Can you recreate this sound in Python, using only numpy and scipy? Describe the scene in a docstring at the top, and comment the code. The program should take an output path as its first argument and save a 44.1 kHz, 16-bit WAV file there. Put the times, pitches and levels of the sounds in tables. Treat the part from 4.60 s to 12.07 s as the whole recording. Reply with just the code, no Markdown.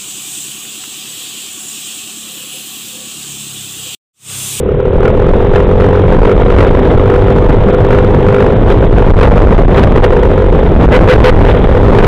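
"""A single-cylinder engine drones in gusty wind, both crushed by an overloaded input; wet tyres hiss below.
It is a motorcycle on a wet road, heard from a microphone on the rider; late on, a twin horn toots three times.
Harmonics of the firing rate make the thump and ring the microphone housing; shaped noise makes wind and spray;
the horn is two stacks of sines. The overload squares off the sum, rough noise follows its treble, filters dull it."""
import sys
import numpy as np
from scipy import signal
from scipy.fft import rfft, irfft
from scipy.io import wavfile
from scipy.ndimage import uniform_filter1d

SR = 44100
rng = np.random.default_rng(int(sys.argv[2]) if len(sys.argv) > 2 else 0)


def pcm_store(signal):
    """Save signal as 16-bit PCM."""
    levels = np.round(np.clip(np.atleast_2d(signal), -1, 1) * 32767)
    wavfile.write(sys.argv[1], SR, levels.astype(np.int16).T)


N = 329427


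def amp(db):
    """Decibels to a linear gain."""
    return 10 ** (np.asarray(db) / 20)


def evened(x):
    """Bring a signal to rms 1."""
    return x / np.sqrt(np.mean(x ** 2) + 1e-20)


def curves(rows):
    """Draw each column after start_s as a straight-line automation curve, one value per sample."""
    start_s, *columns = np.transpose(rows)
    t = np.arange(N) / SR
    return [np.interp(t, start_s, column) for column in columns]


def noise(spectrum):
    """Steady Gaussian noise shaped to a spectrum, rms 1; frequencies off its ends are cut by 90 dB."""
    hz, db = np.transpose(spectrum)
    bins_hz = np.fft.rfftfreq(N, 1 / SR)
    gain_db = np.interp(np.log(bins_hz + 1), np.log(hz + 1), db, left=-90, right=-90)
    return evened(irfft(rfft(rng.standard_normal(N)) * amp(gain_db), N))


def wobble(hz):
    """Slow random modulation with flat content up to hz, rms 1."""
    return noise([(0, 0), (hz, 0)])


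def ring(x, hz, width_hz):
    """A resonance with unity gain at its peak."""
    b, a = signal.iirpeak(hz, hz / width_hz, SR)
    return signal.lfilter(b, a, x)


def tyres():
    """Water thrown off the treads: band-shaped noise whose level flickers at random."""
    # spray level: start_s, level_db
    spray_curve = [(0, -57), (.6, -35.5), (2, -31), (3.5, -33.5), (4.7, -31), (5.8, -32.5), (7.47, -27.5)]
    # spray colour: freq_hz, relative density_db (per Hz)
    spray_spectrum = [(400, -14.5), (800, 4.5), (1400, -5.5), (2100, -7), (2700, -16.5), (3500, -9),
                      (4000, -12.5), (4500, -60.5)]
    level_db, = curves(spray_curve)
    flicker_db = 3.3 * wobble(hz=41.2)
    return amp(level_db + flicker_db) * noise(spray_spectrum)


def wind():
    """Lumpy low pressure swings at the microphone port, and a higher airstream roar that comes in gusts."""
    # airstream round the rider: start_s, buffet_db, roar_db
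    airstream = [(0, -23, -25), (.3, -20.5, -20), (.7, -12.5, -15), (1.3, -12, -17), (2.1, -8.5, -11),
                 (2.6, -12.5, -14.5), (3.2, -12, -13), (3.8, -14, -14.5), (4.4, -6.5, -10), (5.1, -5.5, -8),
                 (5.45, -8, -13), (5.8, -10, -17.5), (6.3, -5.5, -6.5), (6.5, -7.5, -10.5),
                 (7.1, -6.5, -13), (7.47, -3, -5)]
    # short rises and dips in the wind: centre_s, lift_db (negative for a dip)
    rises_and_dips = [(.38, 6), (.95, -3), (1.15, 3.5), (1.36, -6), (1.629, 12), (1.71, -15), (1.96, 6),
                      (2.05, 3), (2.45, -5.5), (2.891, 5.5), (3.24, 4.5), (3.45, -2.5), (4.19, 0),
                      (4.71, 7.5), (4.811, 3.5), (5.14, -3.5), (5.31, 0.5), (5.411, 8), (5.45, -10),
                      (5.99, 2), (6.27, 9), (6.41, 7.5), (6.601, 8.5), (6.73, 3), (7.291, 6.5)]
    # low buffeting colour: freq_hz, relative density_db (per Hz)
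    buffet_spectrum = [(8, -32), (20, 0), (40, -1.5), (70, -6), (110, -24), (200, -39)]
    # roar colour: freq_hz, relative density_db (per Hz)
    roar_spectrum = [(50, -20.5), (100, 1.5), (200, -6.5), (330, -9), (600, -12), (1000, -32.5),
                     (1600, -37.5)]
    gust_width_s = 0.028  # from the centre to 1/e of the lift
    roar_share = 0.5  # share of the gusts' dB that reaches the roar

    t = np.arange(N) / SR
    buffet_db, roar_db = curves(airstream)
    gusts_db = sum(lift * np.exp(-((t - centre) / gust_width_s) ** 2) for centre, lift in rises_and_dips)
    gusts_db = gusts_db + 0.96 * wobble(hz=4.6)  # slow random gusting
    buffet_gain = amp(buffet_db + gusts_db + 0.87 * wobble(hz=17))
    roar_gain = amp(roar_db + roar_share * gusts_db + 2.72 * wobble(hz=30.7))
    return buffet_gain * noise(buffet_spectrum) + roar_gain * noise(roar_spectrum)


def surges():
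    """Brief surges that drive the input harder: the sum of bell-shaped swells, in dB."""
    # surges: centre_s, width_s (centre to 1/e), lift_db
    swells = [(.46, 0.033, 4), (.955, 0.035, 7.5), (1.212, 0.0071, 16.5), (1.652, 0.0096, 6.5),
              (2.0, 0.028, 8), (3.33, 0.055, 4), (4.118, 0.028, 10.5), (4.628, 0.033, 8),
              (5.18, 0.022, 11.5), (5.235, 0.0095, 16), (5.363, 0.017, 10.5), (5.445, 0.012, 16),
              (5.983, 0.0029, 7.5), (6.211, 0.0054, 13), (6.852, 0.1, 6.5), (7.043, 0.004, 18),
              (7.4, 0.052, 5)]
    t = np.arange(N) / SR
    return sum(lift * np.exp(-((t - centre) / width) ** 2) for centre, width, lift in swells)


def horn():
    """Two buzzing diaphragms a third apart; they swing up fast and die away once the button is let go."""
    # button presses: start_s, length_s, level_db
    presses = [(6.32, .045, -4), (6.484, .053, -1.5), (6.64, .055, -1.5)]
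    # the two diaphragms: pitch_hz, level_db
    diaphragms = [(422, -9), (504, -4)]
    # partials of each diaphragm: multiple of its pitch, level_db
    partials = [(1, 6), (2, -45.5), (3, -13), (4, -9.5), (5, -31), (6, -29), (7, -44)]

    t = np.arange(N) / SR
    tone = sum(amp(horn_db + partial_db) * np.sin(2 * np.pi * multiple * pitch * t)
               for pitch, horn_db in diaphragms for multiple, partial_db in partials)
    envelope = np.zeros(N)
    for start, length, db in presses:
        rise = np.clip((t - start) / 0.0015, 0, 1)  # full after 1.5 ms
        since_release = np.clip(t - start - length, 0, 1)
        envelope += rise * amp(db - 60 * since_release / 0.064)  # falls 60 dB in 64 ms
    return envelope * tone


def housing(x):
    """The cavity round the microphone rings at its modes, summed with alternating polarity."""
    # modes: freq_hz, width_hz (of each of two passes), level_db
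    modes = [(398, 75, 7.5), (501.3, 81.6, 6.5)]
    out = 0
    for k, (hz, width, db) in enumerate(modes):
        twice_rung = ring(ring(x, hz, width), hz, width)
        out = out + (-1) ** k * amp(db) * twice_rung
    return out


def engine():
    """Each firing thumps in the exhaust and rings the housing, with a noisy puff behind it."""
    # throttle: start_s, level_db
    throttle = [(0, -20), (.25, -16), (.5, -15), (1.1, -13.5), (1.6, -9.5), (2.3, -14), (3.85, -10.5),
                (4.0, -20), (4.2, -16), (4.6, -10.5), (5.0, -10), (5.3, -17.5), (5.5, -11), (6.05, -15),
                (6.4, -10), (6.6, -14.5), (6.78, -15.5), (7.03, -16.5), (7.12, -10.5), (7.47, -9)]
    # engine speed: start_s, rate_hz (firings per second)
    firing_rate = [(0, 33.6), (.28, 38.6), (.42, 41), (.7, 43.9), (.98, 45.5), (1.45, 46.3), (1.85, 48.4),
                   (2.5, 48.9), (3.07, 49.8), (3.76, 50.4), (4.2, 50.6), (4.6, 47), (5.3, 48.9),
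                   (5.57, 47.5), (6.5, 47.2), (6.83, 49.5), (7.11, 49.6), (7.47, 52)]
    # exhaust thump: multiple of the firing rate, level_db
    thump_orders = [(1, -17), (2, -3.5), (3, -17), (4, -11.5), (5, -19)]
    # smooth at first, raggedest from 4.2 to 5.3 s, then partly ragged:
    # start_s, noise share of the ringing's power (0-1)
    roughness = [(0, .04), (3.9, .12), (4.2, .55), (5.3, .55), (5.5, .3), (7.47, .35)]

    level_db, = curves(throttle)
    rough, = curves(roughness)
    rate_hz, = curves(firing_rate)
    unsteady_hz = rate_hz * (1 + .0015 * wobble(hz=6))
    cycles = np.cumsum(unsteady_hz) / SR  # firings so far

    # every thump order has its own random level
    thump = sum(amp(db + 2.5 * wobble(hz=7.1)) * np.cos(2 * np.pi * order * cycles)
                for order, db in thump_orders)
    pulses = sum(np.cos(2 * np.pi * order * cycles) for order in range(6, 17))
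    firings = pulses * amp(1.8 * wobble(hz=27.8))
    # each puff jumps up at the firing and fades through the cycle
    puff_envelope = 0.16 + np.exp(-(cycles % 1) / 0.68)
    puffs = puff_envelope * rng.standard_normal(N)

    clean = evened(housing(firings))
    rattle = evened(housing(puffs))
    ringing = np.sqrt(1 - rough) * clean + np.sqrt(rough) * rattle
    return amp(level_db) * (thump + ringing)


def scene():
    """Mix the ride: surges lift engine and spray in full, wind by less, and leave the horn alone."""
    swell_db = surges()
    ride = amp(swell_db) * (engine() + tyres())
    air = amp(0.46 * swell_db) * wind()
    return (ride + air + horn())[None]


def record(dry):
    """The preamplifier saturates, rough noise joins, a filter rounds corners, the converter clips ripples."""
    # rough noise colour: freq_hz, relative density_db (per Hz)
    rough_spectrum = [(40, -13.5), (400, 5.5), (1000, -3.5), (2000, -10.5), (4000, -17.5)]
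    input_hz, edge_hz = 3816, 15700  # cutoffs of the input filter and the final low-pass

    hot, knee = amp(8.0) * dry, 6.5  # a higher knee turns the corner more sharply
    squared = 0.77 * hot / (1 + abs(hot) ** knee) ** (1 / knee)

    # rough noise rises and falls with the treble of the squared sound
    treble = signal.sosfilt(signal.butter(2, 900, "high", fs=SR, output="sos"), squared)
    treble_level = np.sqrt(abs(uniform_filter1d(treble ** 2, 1400)))  # rms over 1400 samples
    rough_noise = amp(-3.5) * treble_level * noise(rough_spectrum)

    input_filter = signal.butter(5, input_hz, fs=SR, output="sos")
    rounded = signal.sosfiltfilt(input_filter, squared + rough_noise)
    clipped = np.clip(rounded, -.7, .72)
    hissing = clipped + amp(-78.5) * rng.standard_normal(N)  # the converter's own faint hiss
    low_pass = signal.firwin(511, edge_hz, window=("kaiser", 9), fs=SR)
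    return signal.oaconvolve(hissing, low_pass[None], "same")


dry = scene()
out = record(dry)
pcm_store(out)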